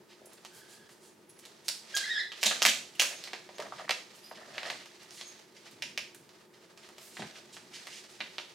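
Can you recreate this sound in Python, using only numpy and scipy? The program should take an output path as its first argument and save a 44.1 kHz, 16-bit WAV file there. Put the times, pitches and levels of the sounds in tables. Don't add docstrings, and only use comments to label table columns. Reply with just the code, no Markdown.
import sys
import numpy as np
from scipy import signal
from scipy.fft import rfft, irfft, next_fast_len
from scipy.io import wavfile

SR = 44100
rng = np.random.default_rng(int(sys.argv[2]) if len(sys.argv) > 2 else 0)


def to_wav(sig):
    pcm = np.clip(np.atleast_2d(sig), -1, 1) * 32767
    pcm = np.round(pcm).astype(np.int16)
    wavfile.write(sys.argv[1], SR, pcm.T)


N = 376613


# start_s, level_db (body), edge_db (crisp edge against body), pitch_hz (panel), clear_db (clearness of ring)
BUCKLES = [(0.2563, -60, 12.5, 6500, 4), (0.3314, -57.5, 10, 6500, 2), (.448, -43.5, -7, 2640, -9.5),
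           (0.8906, -54, -6, 1840, -7), (1.297, -56, 1, 6700, -5), (1.3897, -52.5, 2, 6340, -11),
           (1.452, -45.5, -6, 3760, -2), (1.6818, -24.5, -6.5, 4800, 2), (1.951, -31, -6, 6800, 21),
           (1.9653, -25.5, -10, 4400, -0.5), (1.9701, -24, -8.5, 4000, 2), (2.318, -36.5, -23, 3100, 2.5),
           (2.4294, -21.5, -10, 2450, -0.5), (2.5098, -27, -32, 1610, -1.5),
           (2.6191, -18.5, -14, 2870, -5.5), (2.6254, -20, -7, 5270, -1), (2.6506, -13, -10.5, 2110, 2),
           (2.661, -16, -6.5, 2710, 3), (2.6675, -25, -13, 2000, 1), (2.951, -48.5, -4, 2900, 14),
           (2.993, -41, 0, 3000, -5), (2.996, -17, -11, 2760, 4.5), (3.0177, -24.5, -3, 1840, -0.5),
           (3.2382, -36, -10.5, 4120, 2), (3.2732, -39.5, -20, 2170, -2), (3.332, -32, -20, 2110, -4),
           (3.489, -47.5, -21, 2000, -2), (3.5822, -40, -12, 1800, -5), (3.6, -37, -14, 1620, -9),
           (3.622, -40.5, -13, 1500, -2), (3.65, -51, -22, 1500, -5), (3.666, -50, -10, 1700, -14),
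           (3.7222, -49, -24, 1600, 0), (3.758, -53, -24, 1500, -6), (3.8926, -23, -16.5, 2140, 2.5),
           (3.9083, -21, -19, 2420, -4), (4.271, -53, -20, 2190, -4), (4.311, -45.5, -41, 1700, 5),
           (4.372, -47, -25, 1900, -3), (4.58, -28.5, -26, 2120, 0.5), (4.6305, -34.5, -22, 2180, -5),
           (4.652, -35.5, -38, 1790, 17), (4.7, -27.5, -25, 2080, -1.5), (4.857, -44.5, -11, 2360, -4),
           (5.03, -57, 3, 3000, 0), (5.107, -45, -10, 5440, 0), (5.2105, -36.5, -16, 4370, -4),
           (5.277, -57, 7, 3500, -4), (5.71, -61.5, 9, 5000, -2), (5.8216, -28.5, -15, 2640, 3),
           (5.826, -39, -14, 5200, 8), (5.9756, -25, -16, 2530, 3.5), (5.9802, -38, -11, 4560, -6),
           (6.1455, -49, 4.5, 1570, 4), (6.2904, -51, -10, 3900, -9), (6.7742, -48.5, -9, 2460, -3),
           (6.8874, -50, -6, 1940, -8.5), (6.9811, -45.5, -7, 2680, -6), (7.168, -38.5, -31, 1910, -1),
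           (7.2205, -37.5, -27, 1870, -6), (7.566, -42, -17, 1460, 0.5), (7.869, -39, -9, 2060, -1.5),
           (8.2037, -30.5, -28.5, 2250, -1), (8.2088, -38, -30, 3850, 8), (8.3817, -30, -24, 3000, -4.5)]
PANEL_HZ, PANEL_RING_S = 2290, 0.01595
DULL_DB_PER_OCTAVE, RING_S_PER_OCTAVE = -7, -0.0039
GENTLE_BELOW_DB, GENTLE_SPAN_DB = -41, 11


def snaps(body_db=-17.0, dull_db=-10.5, crisp_db=-3.0):
    out = np.zeros(N)
    for start_s, level, edge, hz, clear in [*BUCKLES, *ticks()]:
        octaves = np.log2(hz / PANEL_HZ)
        dull = dull_db + DULL_DB_PER_OCTAVE * octaves - clear
        ring_times = 1 + max(GENTLE_BELOW_DB - level, 0) / GENTLE_SPAN_DB
        t60 = ring_times * (PANEL_RING_S + RING_S_PER_OCTAVE * octaves)
        sound = buckle(dull, edge + crisp_db, clear, hz, t60)
        add(out, start_s, from_db(level + body_db) * sound)
    return out


PANEL_DB, PANEL_OCTAVE_DB, PANEL_Q = 6, -8.5, 3.1
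TOP_HZ, TOP_AT_CRISP_DB, CRISP_DB_PER_OCTAVE = 5700, -20, 28.5


def buckle(dull_db, crisp_db, clear_db, hz, t60):
    top_hz = TOP_HZ * 2 ** ((crisp_db - TOP_AT_CRISP_DB) / CRISP_DB_PER_OCTAVE)
    ring = band(flutter(t60, give_s=.001), 1300, np.clip(top_hz, 3000, 7000), order=3)
    q = PANEL_Q * from_db(clear_db / 2)
    own_pitch = from_db(PANEL_DB) * resonance(ring, hz, q)
    octave = from_db(PANEL_OCTAVE_DB) * resonance(ring, 2 * hz, q)
    body = rms_one(ring + from_db(clear_db) * (own_pitch + octave))
    low = rms_one(pocket(band(flutter(1.6 * t60, give_s=.0004), 450, 1200)))
    edge = band(flutter(t60, give_s=.0013), 6800, 15000, order=3)
    edge = rms_one(band(edge, 2000, 10000, order=1))
    return body + from_db(dull_db) * low + from_db(crisp_db) * edge


TICKS_PER_S, TICK_OVER_DRAG_DB, TICK_CRISP_DB = 3.9, -3.5, -13


def ticks():
    chance = rng.random((round(TICKS_PER_S * N / SR), 2))
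    drag_s, drag_db = np.transpose(DRAG)
    rows = []
    for start_s, octaves in zip(chance[:, 0] * N / SR, chance[:, 1] - .5):
        level = np.interp(start_s, drag_s, drag_db) + TICK_OVER_DRAG_DB
        rows.append((start_s, level, TICK_CRISP_DB, PANEL_HZ * 2 ** octaves, 0))
    return rows


# start_s, length_s, level_db, pitch_hz (panel)
RIPS = [(0.451, 0.015, -44.5, 4200), (2.407, 0.031, -38.5, 5500), (2.454, 0.013, -16.5, 3730),
        (2.464, 0.047, -29, 3700), (2.663, 0.0097, -15, 2200), (2.678, .025, -17.5, 3100),
        (2.9958, 0.0073, -18, 2760), (3.011, 0.0031, -20.5, 5500), (3.026, 0.0126, -49, 3020),
        (3.905, 0.0063, -22, 4200), (4.587, 0.011, -41.5, 2300), (4.702, 0.015, -34.5, 2400),
        (5.208, 0.018, -44, 3600)]
# frequency_hz, gain_db
RIP_COLOUR = [(71, -54), (120, -106), (200, -5.5), (272, 4), (503, -20), (592, 9), (968, -19), (1680, 11.5),
              (2020, 5.5), (2930, 10), (5630, 9), (14700, -9.5), (16000, -22)]
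RIP_PANEL_DB = 0.5


def rips(level_db=-9.5):
    out = np.zeros(N)
    breaks = grains(per_s=1600, spread_db=4.0)
    crackle = signal.fftconvolve(breaks, flutter(t60=0.0017, give_s=.0001))[:N]
    crackle = coloured(crackle, RIP_COLOUR)
    for start_s, length_s, db, hz in RIPS:
        pull = crackle[int(start_s * SR):int((start_s + length_s) * SR)]
        pull = rms_one(pull + from_db(RIP_PANEL_DB) * resonance(pull, hz, q=4))
        add(out, start_s, from_db(db + level_db) * pull * signal.windows.tukey(len(pull), .19))
    return out


# time_s, level_db (rustle)
DRAG = [(0.0, -68.5), (0.3, -62), (0.6, -58.5), (0.82, -60.5), (0.97, -66), (1.26, -68), (1.58, -60),
        (1.8, -60.5), (1.92, -48), (2.11, -43), (2.3, -56), (2.43, -47.5), (2.64, -43.5), (2.83, -58),
        (3.23, -48.5), (3.46, -58.5), (3.7, -53.5), (3.87, -52.5), (4.1, -56.5), (4.2, -55.5), (4.42, -57),
        (4.7, -47.5), (4.9, -56.5), (5.08, -56.5), (5.33, -53), (5.5, -60.5), (5.66, -57), (5.79, -59.5),
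        (6.26, -64.5), (6.4, -61), (6.5, -69.5), (6.64, -59.5), (6.74, -66), (6.86, -54), (6.96, -61.5),
        (7.01, -53.5), (7.09, -58), (7.25, -50.5), (7.32, -51), (7.49, -58), (7.68, -59), (7.83, -49.5),
        (8.08, -54.5), (8.3, -53), (8.54, -54.5)]
# start_s, length_s, level_db
PUSHES = [(3.1, 0.063, -49.5), (3.6, 0.09, -47.5), (3.785, 0.074, -46), (4.365, 0.096, -50),
          (4.45, 0.107, -54), (4.54, 0.23, -46), (4.655, 0.038, -46.5)]
# frequency_hz, gain_db
SLIDE_COLOUR = [(280, -45), (480, -4.5), (598, -4.5), (745, -5.5), (1090, -6.5), (1260, -8), (1930, 2),
                (4400, 2.5), (9160, -4), (13800, -16), (16000, -51)]
USUAL_DRAG_DB, PRESSURE_WAVER_DB = -54.5, 1.8
RUB_FOLLOWS, HISS_FOLLOWS = 0.41, 0.88
PUSH_RUB_DB, PUSH_RUSTLE_DB = -8, -20


def sliding(rub_db=-63.0, rustle_db=-3.0, hiss_db=-67.0):
    drag, = in_time(DRAG)
    effort = drag - USUAL_DRAG_DB
    push = swells(PUSHES, fade_share=0.25)
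    rub = np.hypot(from_db(rub_db + RUB_FOLLOWS * effort), from_db(PUSH_RUB_DB) * push)
    rustle = np.hypot(from_db(rustle_db + drag), from_db(PUSH_RUSTLE_DB) * push)
    hiss = from_db(hiss_db + HISS_FOLLOWS * effort)
    pair = [grains(per_s=9000, spread_db=3.0) for _ in range(2)]
    friction = coloured(two_ports(pair), SLIDE_COLOUR)
    low = rub * rms_one(pocket(band(friction, 450, 1400, order=3)))
    middle = rustle * rms_one(pocket(band(friction, 1400, 6500, order=3)))
    high = hiss * rms_one(band(friction, 6500, 16000, order=3))
    return (low + middle + high) * from_db(PRESSURE_WAVER_DB * drift(23))


# frequency_hz, width_hz (sets Q), level_db
PUSH_RING = [(650, 110, -3.5), (1810, 200, -6)]


def pushes(level_db=-2.5, catch_db=0.5):
    friction = grains(per_s=400, spread_db=4.0)
    hollow = np.zeros(N)
    for hz, width, db in PUSH_RING:
        q = hz / width / 2
        hollow += from_db(db) * rms_one(resonance(resonance(friction, hz, q), hz, q))
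    return swells(PUSHES, fade_share=0.14) * from_db(level_db + catch_db * drift(25)) * hollow


# start_s, length_s, level_db, first_hz, last_hz (pitch before shaking), roughness (0-1)
SQUEAKS = [(0.51, 0.14, -60, 1603, 1597, 0.8), (0.654, 0.23, -64, 1623, 1665, 0.9),
           (1.94, 0.029, -30, 1636, 1617, 0.05), (1.995, 0.024, -39.5, 1530, 1616, 0.2),
           (2.011, 0.023, -42, 1750, 1760, 0.3), (2.024, 0.014, -36, 1554, 1595, 0.2),
           (2.037, 0.012, -32, 1860, 2120, 0.45), (2.052, 0.048, -38, 1696, 1750, 0.78),
           (2.095, 0.0184, -28.5, 1770, 1902, 0.05), (2.1, 0.0297, -30, 1926, 1863, 0.08),
           (2.126, .056, -29.5, 1809, 1685, 0.5), (2.177, 0.014, -25, 1710, 1780, 0.23),
           (2.19, 0.024, -31, 2033, 1773, 0.6)]
# multiple of the pitch, clean_db, rough_db (added in proportion to roughness)
OVERTONES = [(1, 13, 0.5), (2, 1, -0.5), (3, -12.5, 11), (4, -11.5, -20)]
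# frequency_hz, gain_db
SQUEAK_COLOUR = [(1800, -2), (2600, -2), (3270, 4), (3500, 3.5), (3800, 6), (4300, 8), (5200, 8.5),
                 (6000, -15), (6600, -2.5)]
SQUEAK_EDGE_S = 0.0043


def squeak(level_db=-4.0, jitter=0.054, shake_db=5.0, smear=0.8):
    out = np.zeros(N)
    waver, shake, slip = drift(200), np.tanh(drift(130)), drift(350)
    for start_s, length_s, db, first_hz, last_hz, rough in SQUEAKS:
        t = np.arange(int(length_s * SR)) / SR
        now = int(start_s * SR) + np.arange(len(t))
        hz = np.linspace(first_hz, last_hz, len(t)) * (1 + jitter * rough * waver[now])
        phase = 2 * np.pi * np.cumsum(hz) / SR
        blur = smear * rough * slip[now]
        tone = np.zeros(len(t))
        for k, clean_db, rough_db in OVERTONES:
            tone += from_db(clean_db + rough * rough_db) * np.sin(k * phase + (k - 1) * blur)
        grip = np.minimum(np.minimum(t, length_s - t) / SQUEAK_EDGE_S, 1)
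        level = from_db(db + level_db + shake_db * rough * shake[now])
        add(out, start_s, grip * rms_one(tone) * level)
    return coloured(out, SQUEAK_COLOUR)


# start_s, length_s, level_db, centre_hz
SWISHES = [(0.075, 0.084, -55, 2900), (0.367, 0.022, -56, 2390), (0.505, 0.13, -55, 6960),
           (0.659, 0.13, -55, 5760), (0.873, 0.084, -59.5, 6000), (0.986, 0.13, -58.5, 5640),
           (1.42, 0.032, -54, 2350), (1.63, 0.088, -52.5, 4770), (3.774, 0.037, -42.5, 2210),
           (4.142, 0.036, -53, 6000), (4.237, 0.025, -66, 3000), (4.34, 0.034, -48.5, 2900),
           (4.521, 0.072, -46, 2660), (4.634, 0.061, -38.5, 2580), (4.776, 0.079, -49.5, 2260),
           (4.984, 0.053, -54.5, 3000), (5.095, 0.13, -52, 5650), (5.162, 0.061, -47, 3000),
           (5.557, 0.022, -50, 3220), (5.629, 0.07, -54, 2510), (6.2, 0.024, -75, 2480),
           (6.53, 0.029, -55.5, 2840), (6.825, 0.021, -52, 2000), (6.968, 0.17, -53.5, 7500),
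           (7.097, 0.13, -52.5, 5030), (7.191, 0.021, -39, 2500), (7.347, 0.027, -46.5, 2550),
           (7.511, 0.061, -49, 4550), (7.719, 0.072, -43, 3430), (7.866, 0.16, -47.5, 3670),
           (8.085, 0.052, -54.5, 4500)]


def swishes(level_db=-5.5, span=1.86):
    out = np.zeros(N)
    friction = grains(per_s=7300, spread_db=6.5)
    for start_s, length_s, db, hz in SWISHES:
        stroke = friction[int(start_s * SR):int((start_s + length_s) * SR)]
        stroke = rms_one(band(stroke, hz / span, hz * span))
        add(out, start_s, from_db(db + level_db) * stroke * signal.windows.tukey(len(stroke), .8))
    return out


# start_s, level_db (peak, before the pocket rings), pitch_hz
BUMPS = [(.215, -45, 403), (.245, -52, 427), (.268, -49, 442), (.785, -59, 141), (2.462, -40, 250),
         (2.464, -25.5, 633), (2.51, -33.5, 634), (2.652, -29, 500), (2.655, -43, 230), (3.019, -33.5, 524),
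         (3.333, -35.5, 450), (3.491, -41, 637), (3.593, -28, 530), (3.622, -34, 1000), (3.722, -29, 880),
         (3.795, -32, 845), (3.8785, -34, 1300), (3.894, -24.5, 614), (3.909, -28, 710),
         (4.312, -34.5, 660), (4.382, -43, 650), (4.413, -45, 645), (4.664, -35.5, 640), (7.192, -38, 258),
         (7.193, -33.5, 586), (7.221, -37, 630), (8.205, -49, 231)]
BUMP_CYCLES = 17.6


def bumps(level_db=-2.0, give_s=0.00032):
    out = np.zeros(N)
    for start_s, db, hz in BUMPS:
        thud = band(flutter(BUMP_CYCLES / hz, give_s), hz / 1.42, hz * 1.59, order=3)
        add(out, start_s, from_db(db + level_db) * thud / np.abs(thud).max())
    return pocket(out)


# frequency_hz, width_hz, level_db (added)
POCKET = [(638, 56, -1.5), (1236, 77, -1.5), (1800, 350, -18)]


def pocket(x):
    return x + sum(from_db(db) * resonance(x, hz, hz / width) for hz, width, db in POCKET)


# start_s, length_s, pitch_hz (centre), level_db
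WHISTLES = [(0.252, 0.024, 10600, -65), (1.288, 0.017, 10600, -61), (1.38, 0.015, 10600, -64),
            (3.144, 0.045, 6450, -57), (3.53, 0.07, 6550, -63), (4.134, 0.24, 12300, -67),
            (4.222, 0.11, 4920, -59), (4.17, 0.19, 10340, -70), (5.235, 0.073, 6500, -56)]


def whistles(level_db=0.0, waver_hz=70, shake_db=5.0):
    out = np.zeros(N)
    waver, shake = waver_hz * drift(300), from_db(shake_db * drift(90))
    for start_s, length_s, hz, db in WHISTLES:
        now = slice(int(start_s * SR), int((start_s + length_s) * SR))
        phase = 2 * np.pi * np.cumsum(hz + waver[now]) / SR
        tone = np.sin(phase) * signal.windows.tukey(len(phase), .5)
        add(out, start_s, from_db(db + level_db) * shake[now] * tone)
    return out


# start_s, length_s, level_db
ARM_MOVES = [(2.42, 0.36, -59), (3.52, 0.44, -54), (4.3, 0.56, -55), (5.7, 0.38, -54), (6.1, 0.25, -57.5),
             (7.18, 0.1, -39.5), (7.3, 0.72, -59)]


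def sleeves(level_db=-8.0, lumpy_db=0.5):
    moving = swells(ARM_MOVES, fade_share=0.31)
    lumps = from_db(level_db + lumpy_db * np.tanh(drift(5.9)))
    return moving * lumps * rms_one(band(rng.standard_normal(N), 116.0, 346, order=3))


# time_s, echo_db, treble_echo_db, room_db
FACING = [(0, -1.5, -12, -4.5), (1.68, -2, 7.5, -1), (1.97, -15, 4, -2), (2.43, 0.5, 10, 1),
          (2.65, -8, 1.5, -4.5), (3.0, -3.5, 4, -0.5), (3.9, -4.5, -20, -6), (5.82, -3.5, -32, -2),
          (5.98, -6, 0, -4), (8.2, 2, -31, -1.5), (8.4, -3, 1, -4.5)]
# frequency_hz, gain_db
NEAR_ECHO_COLOUR = [(300, -13), (2500, -0.5), (10000, -5.5)]
# delay_s, level_db
ECHOES = [(.0079, -12.5), (0.015, -6.5)]
# frequency_hz, width_hz, level_db (added)
ROOM_MODE = (218, 8.5, 14.6)
NEAR_ECHO_S = .0053
BEAM_HZ = 5840
MOVE_S = 2.255


def kitchen(x, count=3):
    echo_db, beam_db, room_db = in_time(FACING)
    lag = np.round(SR * NEAR_ECHO_S * (1 + .012 * drift(.5)))
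    near = np.interp(np.arange(N) - lag, np.arange(N), coloured(x, NEAR_ECHO_COLOUR))
    beam = signal.sosfiltfilt(signal.butter(2, BEAM_HZ, "high", fs=SR, output="sos"), near)
    echo = from_db(echo_db) * (near - beam) + from_db(beam_db) * beam
    hz, width, db = ROOM_MODE
    out = x + echo + from_db(db) * resonance(x, hz, hz / width)
    thrown = x * from_db(room_db)
    for delay_s, db in ECHOES:
        add(out, delay_s, from_db(db) * thrown)
    turns = np.arange(N) / SR / MOVE_S - np.arange(count)[:, None] / count
    places = np.maximum(np.cos(2 * np.pi * turns), 0)
    for share in places / np.linalg.norm(places, axis=0):
        tail = room_tail(build_s=0.0013, tail_db=1.42)
        out = out + signal.fftconvolve((share * thrown)[None], tail, axes=1)[:, :N]
    return out


# frequency_hz, t60_s
ROOM_T60 = [(150, 1), (530, 0.49), (1400, 0.35), (3700, 0.4), (9700, 0.41), (15000, 0.37)]
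# frequency_hz, gain_db
ROOM_COLOUR = [(150, 2.5), (530, 0), (1400, 4), (4500, 4.5), (9000, 7), (15000, 0.5)]


def room_tail(build_s, tail_db):
    t = np.arange(SR // 2) / SR
    white = [two_ports(pair) for pair in rng.standard_normal((2, 2, len(t)))]
    tail = np.zeros((2, len(t)))
    edges = np.geomspace(70, 17000, 12)
    for k, (low, high) in enumerate(zip(edges, edges[1:])):
        hz = np.sqrt(low * high)
        fade_db = at_hz(ROOM_COLOUR, hz) - 60 * t / at_hz(ROOM_T60, hz)
        tail += band(white[k % 2], low, high) * from_db(fade_db)
    return from_db(tail_db) * rms_one(tail * (1 - np.exp(-t / build_s))) / np.sqrt(len(t))


# frequency_hz, gain_db
AIR = [(18, -72), (30, -32), (153, -5), (215, -4.5), (280, -8.5), (355, 2), (512, -7.5), (740, -27),
       (889, -6.5), (1160, -34), (1630, -18), (5310, -30.5), (11100, -29.5), (14800, -33), (16000, -33)]
# pitch_hz (mean), level_db
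HUM = [(215, -75), (360, -71)]


def room_tone(air_db=-61.5, hum_waver=0.01103):
    air = rms_one(two_ports(coloured(rng.standard_normal((2, N)), AIR)))
    hum = np.zeros(N)
    for hz, db in HUM:
        phase = 2 * np.pi * np.cumsum(hz * (1 + hum_waver * drift(10.0))) / SR
        hum += from_db(db) * rms_one(np.sin(phase))
    return from_db(air_db) * air + hum


# frequency_hz, side_db (against mid)
PORT_SIDE = [(100, -10.5), (500, -7.5), (1200, -4), (4000, -7), (9000, -4.5), (14000, -11.5)]


def two_ports(pair):
    return pair[0] + coloured(pair[1], PORT_SIDE) * np.array([[1], [-1]])


def flutter(t60, give_s, count=3):
    t = np.arange(SR // 10) / SR
    fade = from_db(-60 * t / max(t60, .001))
    shape = fade * (1 - np.exp(-t / give_s))
    sound = rng.standard_normal(len(t)) * shape
    for _ in range(count):
        spectrum = rfft(sound)
        sound = irfft(spectrum / (np.abs(spectrum) + 1e-12), len(t)) * shape ** (1 / count)
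    return sound


def grains(per_s, spread_db):
    sizes = from_db(spread_db * rng.uniform(-2, 2, N)) * rng.choice([-1, 1], N)
    return rms_one((rng.random(N) < per_s / SR) * sizes)


def swells(rows, fade_share):
    out = np.zeros(N)
    for start_s, length_s, db in rows:
        add(out, start_s, from_db(db) * signal.windows.tukey(max(int(length_s * SR), 2), fade_share))
    return out


def drift(rate):
    r = np.exp(-20 * np.pi * rate / SR)
    slow = signal.lfilter([1], [1, -2 * r, r * r], rng.standard_normal(N // 5))
    slow = slow[-(N // 10 + 2):]
    return np.interp(np.arange(N) / 10, np.arange(len(slow)), rms_one(slow))


def resonance(x, hz, q):
    return signal.lfilter(*signal.iirpeak(hz, q, fs=SR), x)


def band(x, low_hz, high_hz, order=2):
    edges = [low_hz, min(high_hz, SR * .49)]
    return signal.sosfilt(signal.butter(order, edges, "band", fs=SR, output="sos"), x)


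def coloured(x, spectrum):
    size = next_fast_len(x.shape[-1])
    gain = from_db(at_hz(spectrum, np.fft.rfftfreq(size, 1 / SR)))
    return irfft(rfft(x, size) * gain, size)[..., :x.shape[-1]]


def at_hz(points, hz):
    known_hz, values = np.transpose(points)
    return np.interp(np.log(np.maximum(hz, 1)), np.log(known_hz), values)


def in_time(rows):
    time_s, *columns = np.transpose(rows)
    return [np.interp(np.arange(N) / SR, time_s, column) for column in columns]


def add(out, start_s, sound):
    start = max(round(start_s * SR), 0)
    out[start:start + len(sound)] += sound[:max(N - start, 0)]


def from_db(db):
    return 10 ** (np.asarray(db) / 20)


def rms_one(x):
    return x / np.sqrt(np.mean(x ** 2) + 1e-20)


# frequency_hz, balance_db (left against right)
BALANCE_DB = [(100, 0.5), (500, 0), (1200, -1), (2300, -1.6), (4300, -3), (8000, -3.5), (14000, 0.5)]


def scene():
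    handling = snaps() + rips() + bumps() + swishes() + squeak() + whistles()
    left, right = kitchen(handling) + sliding() + pushes()
    left = coloured(left, [(hz, db / 2) for hz, db in BALANCE_DB])
    right = coloured(right, [(hz, -db / 2) for hz, db in BALANCE_DB])
    return np.array([left, right]) + sleeves() + room_tone()


def record(dry, rumble_hz=70, cutoff_hz=16100):
    clean = signal.sosfilt(signal.butter(2, rumble_hz, "high", fs=SR, output="sos"), dry)
    return signal.sosfilt(signal.ellip(10, .2, 80, cutoff_hz, fs=SR, output="sos"), clean)


dry = scene()
out = record(dry)
to_wav(out)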